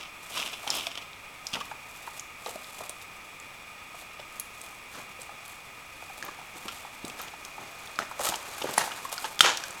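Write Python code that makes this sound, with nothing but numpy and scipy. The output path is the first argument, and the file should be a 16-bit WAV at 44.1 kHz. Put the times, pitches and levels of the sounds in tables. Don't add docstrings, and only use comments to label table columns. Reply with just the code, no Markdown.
import sys
import numpy as np
from scipy import signal
from scipy.fft import rfft, irfft
from scipy.io import wavfile

SR = 44100
rng = np.random.default_rng(int(sys.argv[2]) if len(sys.argv) > 2 else 0)


def unload_wav(signal):
    wavfile.write(
        sys.argv[1],
        SR,
        np.round(np.clip(np.atleast_2d(signal).T, -1, 1) * 32767).astype(np.int16),
    )


N = 432160
TIME = np.arange(N) / SR

# freq_hz, density_db_per_hz (relative)
SOIL_COLOUR = [(40, -30), (130, -3.5), (230, -2), (520, -1), (850, -0.5), (1500, -10.5), (4000, -38),
               (12000, -59)]
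# freq_hz, density_db_per_hz (relative)
BRUSH_COLOUR = [(60, -39), (250, -16.5), (550, -2.5), (950, 1), (1600, 1.5), (2300, -4.5), (3900, -5.5),
                (5200, -9), (6600, -6), (8500, -19), (12000, -26), (17000, -60)]
# freq_hz, density_db_per_hz (relative)
SPLINTER_COLOUR = [(60, -14), (400, -8), (1500, -5), (4000, 0), (7000, 0), (10500, -8), (17000, -21)]


def gain_of(db):
    return 10 ** (np.asarray(db) / 20)


def evened(x):
    return x / np.sqrt(np.mean(x ** 2) + 1e-20)


def peaked(x):
    return x / (abs(x).max() + 1e-20)


def read(points, hz):
    f, value = np.transpose(points)
    return np.interp(np.log(hz + 1), np.log(f + 1), value)


def add(mix, start_s, sound):
    part = mix[max(round(start_s * SR), 0):][:len(sound)]
    part += sound[:len(part)]


def drift(hz):
    f = np.fft.rfftfreq(N, 1 / SR)
    spectrum = rfft(rng.standard_normal(N)) * np.exp(-(f / hz) ** 2)
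    return evened(irfft(spectrum, N))


def colour(x, points, size=2048):
    hz = abs(np.fft.fftfreq(size, 1 / SR))
    log_gain = np.log(gain_of(read(points, hz)))
    taps = np.fft.ifft(np.exp(np.conj(signal.hilbert(log_gain)))).real
    return signal.oaconvolve(x, taps)[:len(x)]


def resonate(x, hz, width_hz):
    hz = min(hz, SR / 2 - 1000)
    b, a = signal.iirpeak(hz, hz / min(width_hz, SR / 4), fs=SR)
    return signal.lfilter(b, a, x)


def burst(t, fall_s):
    return rng.standard_normal(len(t)) * np.exp(-t / fall_s)


def background(air_db=-49.5, swell_db=.5, waver_hz=2, flutter_db=1.3):
    # freq_hz, density_db_per_hz (relative)
    air_colour = [(20, -1), (50, -1), (105, 0.5), (190, -2), (420, -4.5), (850, 1), (1100, 0), (1550, -5),
                  (2100, 1), (3200, -9), (4500, -11), (8000, -15), (12000, -17.5), (17000, -25)]
    # freq_hz, width_hz (each of two passes), rms_db
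    housing_modes = [(1241.5, 106, -55.5), (2282, 176, -55.5), (2490, 250, -57), (2774, 140, -61.5),
                     (3417, 370, -61), (8000, 510, -75)]
    # freq_hz, rms_db
    whine_tones = [(2438, -58.5), (2468, -58), (5572, -72.5), (7854, -70.5), (15625, -88)]
    air = evened(colour(rng.standard_normal(N), air_colour))
    out = gain_of(air_db + swell_db * drift(26)) * air
    for hz, width_hz, db in housing_modes:
        once = resonate(rng.standard_normal(N), hz, width_hz)
        out += gain_of(db) * evened(resonate(once, hz, width_hz))
    for hz, db in whine_tones:
        turns = np.cumsum(hz + waver_hz * drift(8.6)) / SR
        tone = np.sin(2 * np.pi * turns) * gain_of(flutter_db * drift(13))
        out += gain_of(db) * evened(tone)
    return out


def hillside(x, delay_s=0.015):
    # freq_hz, t60_s
    slope_t60 = [(100, 0.51), (1000, 0.47), (5000, 0.47), (16000, 0.25)]
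    hz, t, z = signal.stft(rng.standard_normal(SR // 2), SR, nperseg=256)
    decay = np.exp(-np.log(1000) * t / read(slope_t60, hz)[:, None])
    onset = 1 - np.exp(-t / delay_s)
    tail = signal.istft(z * decay * onset, SR, nperseg=256)[1]
    return signal.oaconvolve(x, tail / np.linalg.norm(tail))[:N]


def thumps(push_s=0.0017, crumble_s=0.013, crumble_db=-4):
    # start_s, push_peak_db, pitch_hz
    thump_rows = [(1.535, -37, 190), (2.555, -41.5, 290), (6.557, -42, 325), (6.655, -34.5, 300),
                  (7.043, -29, 240), (7.989, -35, 236), (8.293, -32, 191), (8.642, -22.5, 510),
                  (8.655, -27, 398), (8.781, -32, 205)]
    out, t = np.zeros(N), TIME[:SR // 8]
    for s, db, hz in thump_rows:
        push = np.sin(2 * np.pi * hz * t) * t * np.exp(-t / push_s)
        crumble = resonate(colour(burst(t, crumble_s), SOIL_COLOUR), hz, 2 * hz)
        add(out, s, gain_of(db) * (peaked(push) + gain_of(crumble_db) * peaked(crumble)))
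    return out


def ticks(rise_s=0.00044, crack_s=0.001, tail_db=-18, tail_s=0.0069,
          relative_width=0.16, splinter_db=-6, splinter_width=1.1):
    # start_s, peak_db, ring_hz
    tick_rows = [(.3737, -23, 3100), (0.427, -23, 2750), (.703, -11, 5170), (.7114, -24, 3560),
                 (.8106, -35, 3060), (.7694, -28, 11500), (.8685, -26, 3200), (.974, -25.5, 2600),
                 (0.982, -31, 3000), (1.1318, -34, 3510), (1.468, -20, 5340), (1.5318, -25, 3300),
                 (1.5375, -18.5, 3400), (2.1958, -20, 6460), (2.4614, -25, 3480), (2.6439, -33.5, 3430),
                 (2.8944, -21, 8450), (3.015, -35.5, 3530), (3.4, -32, 7500), (4.3979, -18, 10600),
                 (4.615, -29.5, 8040), (5.217, -30, 7930), (5.48, -33, 10600), (6.2497, -30, 13000),
                 (6.6816, -26, 3240), (7.049, -27.5, 3700), (7.0503, -29.5, 8300), (7.0803, -28.5, 7760),
                 (7.099, -29, 2630), (7.216, -25.5, 12900), (7.4498, -29.5, 6300), (7.8735, -31.5, 3490),
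                 (7.9583, -32, 3890), (8.1933, -26, 6230), (8.3572, -20, 6700), (9.1797, -21.5, 4430),
                 (9.2434, -24, 3120), (9.5723, -17, 5870), (9.638, -22.5, 5790), (9.7068, -28, 7450)]
    out, t = np.zeros(N), TIME[:SR // 16]
    for s, db, hz in tick_rows:
        crack = burst(t, crack_s) + gain_of(tail_db) * burst(t, tail_s)
        crack *= 1 - np.exp(-t / rise_s)
        ring = resonate(crack, hz, relative_width * hz)
        splinters = resonate(colour(crack, SPLINTER_COLOUR), hz, splinter_width * hz)
        tick = peaked(ring) + gain_of(splinter_db) * peaked(splinters)
        add(out, s, gain_of(db) * peaked(tick))
    return out


def snaps(attack_s=0.0001, crack_s=0.0031, tail_db=-14, tail_s=0.022):
    # start_s, ring_peak_db, ring_hz, ring_t60_s, splinter_db (relative to ring)
    snap_rows = [(6.2262, -24, 1700, .012, -4), (7.9893, -13, 1320, .012, -10),
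                 (8.7792, -8, 850, .012, -22), (8.7809, -7, 9700, .005, -5), (8.782, -16, 1900, .014, -6),
                 (9.3922, -22, 3400, .02, 6), (9.4068, -2, 1350, .012, -9), (9.407, -1, 3150, .012, -4),
                 (9.409, -6, 3600, .02, -2)]
    out, t = np.zeros(N), TIME[:SR // 16]
    for s, db, hz, t60_s, splinter_db in snap_rows:
        swing = np.sin(2 * np.pi * hz * t) * np.exp(-np.log(1000) * t / t60_s)
        swing *= 1 - np.exp(-t / attack_s)
        spray = burst(t, crack_s) + gain_of(tail_db) * burst(t, tail_s)
        splinters = colour(spray, SPLINTER_COLOUR)
        snap = peaked(np.gradient(swing)) + gain_of(splinter_db) * peaked(splinters)
        add(out, s, gain_of(db) * snap)
    return out


def knocks(t60_s=0.02, chatter=0.46, chatter_s=0.0057, grit_db=-14,
           overtone=1.45, overtone_db=-9, skirt=1.9):
    # start_s, ring_peak_db, ring_hz
    knock_rows = [(.372, -27.5, 1100), (.637, -34, 790), (.667, -29.5, 856), (.693, -30, 820),
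                  (.869, -30.5, 690), (1.553, -28, 1350), (1.568, -29, 790), (1.61, -27, 1170),
                  (1.712, -28.5, 883), (2.074, -28, 925), (2.462, -25, 590), (2.464, -32, 1170),
                  (2.481, -31.5, 530), (2.557, -30.5, 646), (2.806, -29.5, 704), (2.834, -36.5, 1180),
                  (2.895, -36.5, 650), (3.945, -36, 705), (4.195, -35.5, 610), (5.19, -39.5, 549),
                  (5.292, -32.5, 830), (6.023, -35, 800), (6.098, -36, 794), (6.283, -29.5, 1140),
                  (6.388, -34, 834), (6.414, -34.5, 848), (6.682, -29.5, 1340), (6.849, -32.5, 855),
                  (7.199, -31.5, 1200), (7.336, -33.5, 860), (7.579, -31.5, 835), (8.021, -27.5, 1840),
                  (8.113, -26.5, 920), (8.193, -23.5, 560), (8.208, -31, 504), (8.271, -23, 1300),
                  (8.321, -24, 860), (8.339, -25.5, 860), (8.615, -27, 890), (8.809, -22, 1850),
                  (8.829, -27, 740), (8.877, -26.5, 861), (8.91, -28, 1320), (9.051, -25.5, 1050),
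                  (9.178, -30, 1380), (9.243, -23.5, 890), (9.637, -28, 1530)]
    out, t = np.zeros(N), TIME[:SR // 8]
    width_hz = np.log(1000) / np.pi / t60_s
    for s, db, hz in knock_rows:
        contact = (t == 0) + chatter * burst(t, chatter_s)
        low_mode = peaked(resonate(contact, hz, width_hz))
        high_mode = peaked(resonate(contact, overtone * hz, 2 * width_hz))
        ring = resonate(low_mode + gain_of(overtone_db) * high_mode, hz, skirt * hz)
        grit = colour(contact, BRUSH_COLOUR)
        add(out, s, gain_of(db) * (peaked(ring) + gain_of(grit_db) * peaked(grit)))
    return out


def swells(rows, rise_share):
    power = np.zeros(N)
    for s, length_s, db in rows:
        first = max(int((s - 4 * rise_share * length_s) * SR), 0)
        near = slice(first, int((s + 4 * length_s) * SR))
        t = (TIME[near] - s) / length_s
        envelope = np.exp(-np.maximum(-t / rise_share, t) ** 1.5)
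        power[near] += (gain_of(db) * envelope) ** 2
    return power


def walk(slip_rise_s=.0025, slip_fall_s=0.011, slide_soil_db=-15.5, wading_brush_db=0, wading_soil_db=-6):
    # peak_s, length_s, level_db
    slide_rows = [(.005, 0.049, -39.5), (.385, 0.11, -33), (.745, 0.089, -31.5), (1.543, 0.02, -32),
                  (2.468, 0.035, -47), (6.69, 0.038, -44), (9.44, 0.031, -24)]
    # peak_s, level_db
    slip_rows = [(0.532, -31.5), (0.676, -32.5), (.713, -30), (0.87, -30.5), (0.914, -36), (.955, -41),
                 (.976, -34.5), (1.017, -41.5), (1.537, -31), (1.605, -34), (4.196, -46.5), (6.768, -47),
                 (7.198, -46), (7.279, -38.5), (8.34, -35), (8.619, -32), (8.919, -33.5), (9.575, -40),
                 (9.638, -39)]
    # full_weight_s, length_s, pressed_soil_db, crushed_brush_db
    step_rows = [(1.553, 0.044, -41, -51), (2.825, 0.07, -51.5, -65), (4.953, .07, -50, -45.5),
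                 (6.244, .085, -48, -47), (6.55, .03, -45.5, -54), (6.657, .035, -44, -58),
                 (7.055, 0.12, -50.5, -54), (7.205, 0.1, -51.5, -45.5), (7.606, 0.042, -46.5, -48),
                 (8.001, 0.046, -43, -40.5), (8.209, 0.016, -38, -38), (8.275, 0.084, -46, -40),
                 (8.672, 0.036, -37.5, -43), (8.8, 0.046, -37.5, -31), (9.252, .025, -59, -35.5),
                 (9.457, 0.054, -44, -20.5)]
    # peak_s, length_s, level_db
    swing_rows = [(.39, 0.13, -40.5), (.74, 0.11, -39.5), (1.55, 0.14, -51), (1.98, 0.18, -51.5),
                  (2.16, .07, -49), (2.51, 0.093, -45), (2.76, 0.13, -45.5), (3.02, .035, -50),
                  (3.99, 0.056, -49.5), (4.37, .07, -51.5), (4.64, 0.1, -50), (4.96, .065, -47),
                  (5.22, .025, -47), (5.49, 0.07, -51), (6.15, 0.17, -53.5), (6.68, 0.16, -47.5),
                  (7.08, 0.057, -54), (7.22, .05, -48), (8.26, 0.048, -29), (8.79, 0.059, -35.5),
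                  (9.128, .011, -30.5), (9.22, 0.11, -42.5)]
    # time_s, level_db
    wading_points = [(0, -65), (5.8, -60.5), (7.4, -56), (7.85, -51.5), (8.1, -55), (8.7, -43.5),
                     (9.0, -48), (9.35, -55), (9.6, -47.5), (9.8, -50)]
    slips = [(s, slip_fall_s, db) for s, db in slip_rows]
    on_gravel = swells(slide_rows, 0.41) + swells(slips, slip_rise_s / slip_fall_s)
    pressed = swells([(s, length_s, db) for s, length_s, db, _ in step_rows], 0.29)
    crushed = swells([(s, length_s, db) for s, length_s, _, db in step_rows], 0.29)
    wading = gain_of(np.interp(TIME, *np.transpose(wading_points))) ** 2
    on_grass = swells(swing_rows, 0.91) + wading
    on_brush = crushed + gain_of(wading_brush_db) ** 2 * wading
    on_soil = pressed + gain_of(slide_soil_db) ** 2 * on_gravel + gain_of(wading_soil_db) ** 2 * wading
    return on_gravel, on_grass, on_brush, on_soil


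def strokes(power, points, grains_per_s, spread_db, rub, clump_db, clump_hz):
    sizes = gain_of(spread_db * np.minimum(rng.exponential(1, N), 4))
    hits = rng.random(N) < grains_per_s / SR
    grains = sizes * rng.choice([-1, 1], N) * hits
    drive = evened(grains) + rub * rng.standard_normal(N)
    drive *= gain_of(clump_db * drift(clump_hz))
    return np.sqrt(power) * evened(colour(drive, points))


def ground(pebbles_db=-6):
    # freq_hz, density_db_per_hz (relative)
    gravel_colour = [(60, -30), (250, -7), (650, -4), (1300, 1), (1850, -7.5), (2600, 7.5), (3350, 7.5),
                     (4400, -5), (5400, -0.5), (7500, -11.5), (11000, -16), (17000, -30)]
    grass_colour = [(100, -32.5), (700, 9.5), (2000, -4), (3500, 2), (5500, -1.5), (8000, 2.5), (10000, -2),
                    (13000, -2), (15000, -11), (17000, -19)]
    pebble_colour = [(200, -41), (550, -8), (850, -2), (1200, 10), (2200, -16), (8000, -43)]
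    on_gravel, on_grass, on_brush, on_soil = walk()
    gravel = strokes(on_gravel, gravel_colour, grains_per_s=1600, spread_db=4.2, rub=.4,
                     clump_db=2.5, clump_hz=130)
    grass = strokes(on_grass, grass_colour, grains_per_s=3600, spread_db=8.0, rub=1,
                    clump_db=3.0, clump_hz=70)
    brush = strokes(on_brush, BRUSH_COLOUR, grains_per_s=2500, spread_db=3, rub=.6,
                    clump_db=1.4, clump_hz=200)
    soil = strokes(on_soil, SOIL_COLOUR, grains_per_s=700, spread_db=2.0, rub=0.78,
                   clump_db=-3.5, clump_hz=80)
    pebbles = strokes(on_soil, pebble_colour, grains_per_s=90, spread_db=2, rub=0,
                      clump_db=0, clump_hz=80)
    return gravel + grass + brush + soil + gain_of(pebbles_db) * pebbles


def scene():
    steps = ground() + knocks() + thumps()
    stems = ticks()
    sticks = snaps()
    echo = hillside(gain_of(-13) * steps + gain_of(-14) * stems + gain_of(-13) * sticks)
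    return (steps + stems + sticks + echo + background())[None]


def record(dry, edge_hz=17250):
    clipped = np.clip(dry, -1, 1)
    taps = signal.firwin(511, edge_hz, window=("kaiser", 9), fs=SR)
    return signal.oaconvolve(clipped, taps[None], "same")


dry = scene()
out = record(dry)
unload_wav(out)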